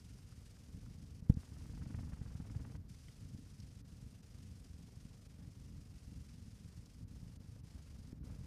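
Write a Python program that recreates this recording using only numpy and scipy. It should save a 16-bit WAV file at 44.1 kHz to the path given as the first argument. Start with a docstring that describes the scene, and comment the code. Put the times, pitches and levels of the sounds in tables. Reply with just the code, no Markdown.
"""A quiet bathroom: a man rubs a comb over his short hair in small, very fast circles.
Hairs snap off the teeth in a hiss and the tips rasp on the scalp; both stop when the comb lifts.
While he works the back of his head his shirt scuffs in time. A close microphone picks up the low
rumble of his movements, light bumps, and one sharp knock and clack as the comb changes hands."""
import sys
import numpy as np
from scipy import signal
from scipy.fft import rfft, irfft
from scipy.io import wavfile

SR = 44100
rng = np.random.default_rng(int(sys.argv[2]) if len(sys.argv) > 2 else 0)


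def store_wav(level_fs):
    """Save 16-bit WAV to argv[1]."""
    pcm = np.round(np.clip(np.atleast_2d(level_fs), -1, 1) * 32767)
    wavfile.write(sys.argv[1], SR, pcm.T.astype(np.int16))


N = 373086
TIME_S = np.arange(N) / SR

# Arm behind the head, dragging the shirt. Each row: start, end in seconds, gain in dB re body motion.
REACHES = [(1.355, 1.783, -23), (1.806, 2.45, -21.5), (2.45, 2.78, -21.5), (8.29, 8.35, -23.5)]
# Body motion, driving rumble and shirt. Each row: time in seconds, level in dB.
BODY_MOTION = [(0.1, -55), (0.35, -57), (0.75, -54), (1.2, -51.5), (1.37, -46.5), (1.48, -54.5),
               (1.63, -50), (1.9, -46), (2.2, -49), (2.76, -48), (2.87, -54), (3.16, -57), (3.3, -50.5),
               (3.75, -55.5), (4.9, -56), (7.0, -53.5), (8.14, -53), (8.3, -47.5)]


def gain_of(db):
    """Decibels to gain."""
    return 10 ** (np.asarray(db) / 20)


def unit_rms(x):
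    """Scale to an rms of one."""
    return x / np.sqrt(np.mean(x ** 2) + 1e-20)


def curve(rows):
    """Linear interpolation of (seconds, value) rows."""
    return np.interp(TIME_S, *zip(*rows))


def gate(start_s, end_s, edge_s):
    """One between two times, zero outside, ramped edges."""
    return np.clip(.5 + np.minimum(TIME_S - start_s, end_s - TIME_S) / edge_s, 0, 1)


def add(mix, start_s, sound):
    """Mix a sound in, in place."""
    part = mix[max(round(start_s * SR), 0):][:len(sound)]
    part += sound[:len(part)]


def colour(x, spectrum, size=8192):
    """Minimum-phase filter, unit rms out. Each spectrum row: frequency in Hz, relative level in dB."""
    hz, db = np.transpose(spectrum)
    bins_hz = abs(np.fft.fftfreq(size, 1 / SR))
    log_gain = np.log(gain_of(np.interp(np.log(bins_hz + 1), np.log(hz), db)))
    response = np.exp(np.conj(signal.hilbert(log_gain)))
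    taps = np.fft.ifft(response).real[:size // 2]
    return unit_rms(signal.oaconvolve(x, taps)[:N])


def resonate(x, hz, q):
    """One resonance, applied twice for steep skirts; unit rms out."""
    peak = signal.iirpeak(hz, q, fs=SR)
    return unit_rms(signal.lfilter(*peak, signal.lfilter(*peak, x)))


def wander(hz):
    """Smooth random drift of unit rms, rolling off above hz."""
    rolloff = np.exp(-(np.fft.rfftfreq(N, 1 / SR) / hz) ** 2)
    return unit_rms(irfft(rfft(rng.standard_normal(N)) * rolloff, N))


def grains(per_s, spread_db):
    """Random tiny snaps of either sign, a few larger than the rest."""
    size = gain_of(spread_db * np.minimum(rng.exponential(1, N), 4))
    return unit_rms(size * rng.choice([-1, 1], N) * (rng.random(N) < per_s / SR))


def stroke(strokes, depth_db, lag_strokes, bite):
    """One swell per stroke of the comb; bite skews it to a quick catch and slow release."""
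    angle = 2 * np.pi * (strokes - lag_strokes)
    return unit_rms(gain_of(depth_db * (np.cos(angle) - bite * np.sin(2 * angle))))


def tick(hz, t60_s, rise_s=0.00056):
    """Short noise burst in one broad resonance."""
    t = np.arange(SR // 10) / SR
    band = resonate(rng.standard_normal(len(t)), hz, q=1.4)
    return band * gain_of(-60 * t / t60_s) * np.tanh(t / rise_s)


def room_hiss():
    """Faint steady hiss of the room."""
    # Each row: frequency in Hz, relative level in dB.
    air_spectrum = [(100, 9.5), (400, 16.5), (800, 8.5), (1500, 3), (3000, -4.5), (5000, -3), (8000, -14),
                    (13000, -6), (15200, -15)]
    return gain_of(-76.5) * colour(rng.standard_normal(N), air_spectrum)


def rumble(strokes):
    """Soft jolts of the moving body reach the microphone over the steady rumble of the room."""
    # Each row: frequency in Hz, relative level in dB.
    rumble_spectrum = [(15, -21.5), (31, -10), (45, 0), (65, 2), (100, 2.5), (160, -2.5), (200, -7),
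                       (255, -10), (290, -13), (335, -24), (385, -32), (465, -24.5), (600, -49),
                       (1200, -77)]
    swell = stroke(strokes, depth_db=2.5, lag_strokes=0.094, bite=0.38)
    jolts = grains(per_s=400, spread_db=0.9) * swell
    body = colour(jolts, rumble_spectrum) * gain_of(curve(BODY_MOTION) + 2.1 * wander(hz=7.3))
    room = gain_of(-63.5) * colour(rng.standard_normal(N), rumble_spectrum)
    return body + room


def shirt(strokes):
    """Cloth catches and drags once per stroke, harder the more the body moves."""
    # Each row: frequency in Hz, relative level in dB.
    cloth_spectrum = [(150, -9), (350, 3.5), (470, 5), (620, 4.5), (850, 3), (1400, -0.5), (2100, -4.5),
                      (3200, -16), (7000, -38)]
    drag = sum(gain_of(db) * gate(start_s, end_s, edge_s=0.02) for start_s, end_s, db in REACHES)
    fibres = colour(grains(per_s=1600, spread_db=2.5), cloth_spectrum)
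    swell = stroke(strokes, depth_db=8.5, lag_strokes=0.059, bite=0.51) * gain_of(1.4 * wander(hz=60))
    return gain_of(curve(BODY_MOTION)) * drag * fibres * swell


def flicks():
    """Comb or cloth catches and flicks free with a small tick."""
    # Each row: start in seconds, level in dB, centre in Hz.
    catches = [(.187, -65, 1200), (.32, -65, 1350), (.568, -62.5, 1250), (0.861, -63.5, 1200),
               (1.3392, -63, 5450), (2.133, -61, 1390), (2.498, -57.5, 1300), (2.648, -64, 1200),
               (3.083, -58.5, 2100), (3.375, -64, 5000), (3.601, -58.5, 5200), (6.859, -61, 5500),
               (8.232, -67, 1200)]
    out = np.zeros(N)
    for start_s, db, hz in catches:
        add(out, start_s, gain_of(db) * tick(hz, t60_s=0.031))
    return out


def microphone_knocks():
    """Each knock pushes the microphone out and back; its mount rings from first touch."""
    # Each row: time in seconds, level in dB, softness in seconds.
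    hits = [(0.749, -42, 0.0013), (1.228, -39.5, 0.0016), (1.3011, -15, 0.0014), (1.3227, -34, 0.0023),
            (1.3733, -32.5, 0.0014), (2.135, -37, 0.0018), (2.2168, -35.5, 0.0014), (2.355, -40, 0.00143),
            (2.403, -36.5, 0.0013), (3.349, -40, 0.0013), (5.055, -43.5, 0.0013), (7.232, -42, 0.00137),
            (8.131, -40, 0.0011), (8.2417, -44, 0.0011)]
    # Each row: frequency in Hz, gain in dB, T60 in seconds.
    mount_modes = [(73.4, -19, 0.13), (137, -21, 0.075), (234, -54, 0.1), (462, -21.5, 0.04),
                   (840, -33.5, 0.044)]
    out = np.zeros(N)
    lead_samples = SR // 100
    t = np.arange(-lead_samples, SR // 4) / SR
    for time_s, db, soft_s in hits:
        push = -t / soft_s * np.exp((1 - (t / soft_s) ** 2) / 2)
        age_s = np.maximum(t + np.pi * soft_s, 0)
        ring = sum(gain_of(mode_db - 60 * age_s / t60_s) * np.sin(2 * np.pi * hz * age_s)
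                   for hz, mode_db, t60_s in mount_modes)
        add(out, time_s - lead_samples / SR, gain_of(db) * (push + ring * np.tanh(age_s / soft_s)))
    return out


def comb_clacks():
    """The comb lands in the other hand and rattles once; its broad resonances ring briefly."""
    # Each row: start in seconds, level in dB.
    landings = [(1.2957, -56), (1.321, -68)]
    # Each row: frequency in Hz, gain in dB.
    comb_modes = [(1330, -0.5), (3050, -5), (6100, -3.5), (9600, -3)]
    out = np.zeros(N)
    for start_s, db in landings:
        clack = sum(gain_of(db + mode_db) * tick(hz, t60_s=0.042) for hz, mode_db in comb_modes)
        add(out, start_s, clack)
    return out


def comb_pressure(ease_db_per_s=1.54):
    """Hiss and rasp gains, zero between passes; the hiss sinks through a pass as the hair lies down."""
    # Each row: start and end in seconds, hair hiss gain in dB, scalp rasp gain in dB.
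    passes = [(-0.02, 1.205, -71, -79), (1.218, 1.334, -79, -75), (1.361, 2.771, -70.5, -77.5),
              (2.778, 2.887, -84, -83), (2.886, 3.816, -71, -80.5), (3.849, 4.215, -72.5, -79),
              (4.227, 5.275, -72, -78.5), (5.284, 5.578, -74, -78), (5.581, 5.95, -73, -78.5),
              (5.951, 7.044, -71.5, -81.5), (7.079, 7.371, -72.8, -77), (7.399, 7.608, -74.5, -78),
              (7.636, 8.13, -72.5, -76.5), (8.135, 8.19, -83.5, -78), (8.236, 8.5, -72, -74)]
    hiss_gain, rasp_gain = np.zeros(N), np.zeros(N)
    for start_s, end_s, hiss_db, rasp_db in passes:
        touching = gate(start_s, end_s, edge_s=0.012)
        hiss_gain += touching * gain_of(hiss_db - ease_db_per_s * (TIME_S - start_s))
        rasp_gain += touching * gain_of(rasp_db)
    return hiss_gain, rasp_gain


def scalp_rasp(strokes):
    """Tooth tips rasp dully on the scalp; no two strokes press alike."""
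    # Each row: frequency in Hz, relative level in dB.
    scalp_spectrum = [(200, -15.5), (370, 7), (465, 5), (600, 1.5), (800, -1.5), (1300, -6.5),
                      (2200, -10.5), (3200, -17.5), (6000, -23.5)]
    rasp = colour(grains(per_s=2500, spread_db=4.5), scalp_spectrum)
    swell = stroke(strokes, depth_db=2.5, lag_strokes=0.17, bite=0.22)
    return rasp * swell * gain_of(2.34 * wander(hz=38))


def hair_hiss(strokes):
    """Thousands of hairs a second snap off the teeth; some pluck a tooth, which rings briefly."""
    # Each row: frequency in Hz, relative level in dB.
    hair_spectrum = [(500, -26.5), (1200, -5), (2000, -3.5), (2900, -2.5), (3500, -4), (4300, -3),
                     (4900, -1), (6000, -1), (7800, -5), (9600, -4.5), (11000, -11.5), (13500, -15.5),
                     (15200, -29)]
    snaps = colour(grains(per_s=10000, spread_db=2.0), hair_spectrum)
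    # Thick hairs sound lower than fine ones; each kind comes in its own tufts.
    thick = signal.filtfilt(*signal.butter(2, 6500, fs=SR), snaps)
    fine = snaps - thick
    tufts = thick * gain_of(wander(hz=70)) + fine * gain_of(wander(hz=76))
    teeth = gain_of(-10.5) * resonate(grains(per_s=900, spread_db=3.5), hz=4980, q=4.5)
    swell = stroke(strokes, depth_db=2.0, lag_strokes=0.015, bite=0.61)
    return (tufts + teeth) * swell * gain_of(0.82 * wander(hz=45))


def scene():
    """One arm motion drives hair, scalp, shirt and rumble; knocks, ticks and room hiss are added."""
    # Each row: time in seconds, strokes per second.
    stroke_rate = [(0.0, 17.88), (0.15, 23.75), (0.35, 20.9), (1.05, 24.6), (1.25, 20.63), (1.75, 24.37),
                   (2.15, 21.85), (2.8, 19.32), (3.1, 23.73), (3.9, 23.74), (4.05, 19.53), (4.15, 26.29),
                   (4.75, 21.42), (5.15, 23.9), (6.3, 22.72), (7.15, 23.6), (7.6, 26.63), (8.4, 20.94)]
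    strokes = np.cumsum(curve(stroke_rate)) / SR
    # Behind the head the teeth bite later in the stroke.
    behind = sum(gate(start_s, end_s, edge_s=0.027) for start_s, end_s, _ in REACHES)
    comb_strokes = strokes - 0.38 * behind
    air = room_hiss()
    hiss_gain, rasp_gain = comb_pressure()
    combing = hiss_gain * hair_hiss(comb_strokes) + rasp_gain * scalp_rasp(comb_strokes)
    mix = combing + shirt(strokes) + rumble(strokes) + air
    return (mix + microphone_knocks() + comb_clacks() + flicks())[None]


def record(dry):
    """Steep linear-phase low-pass."""
    cutoff_hz = 15300
    low_pass = signal.firwin(511, cutoff_hz, window=("kaiser", 9), fs=SR)
    return signal.oaconvolve(dry, low_pass[None], "same")


dry = scene()
out = record(dry)
store_wav(out)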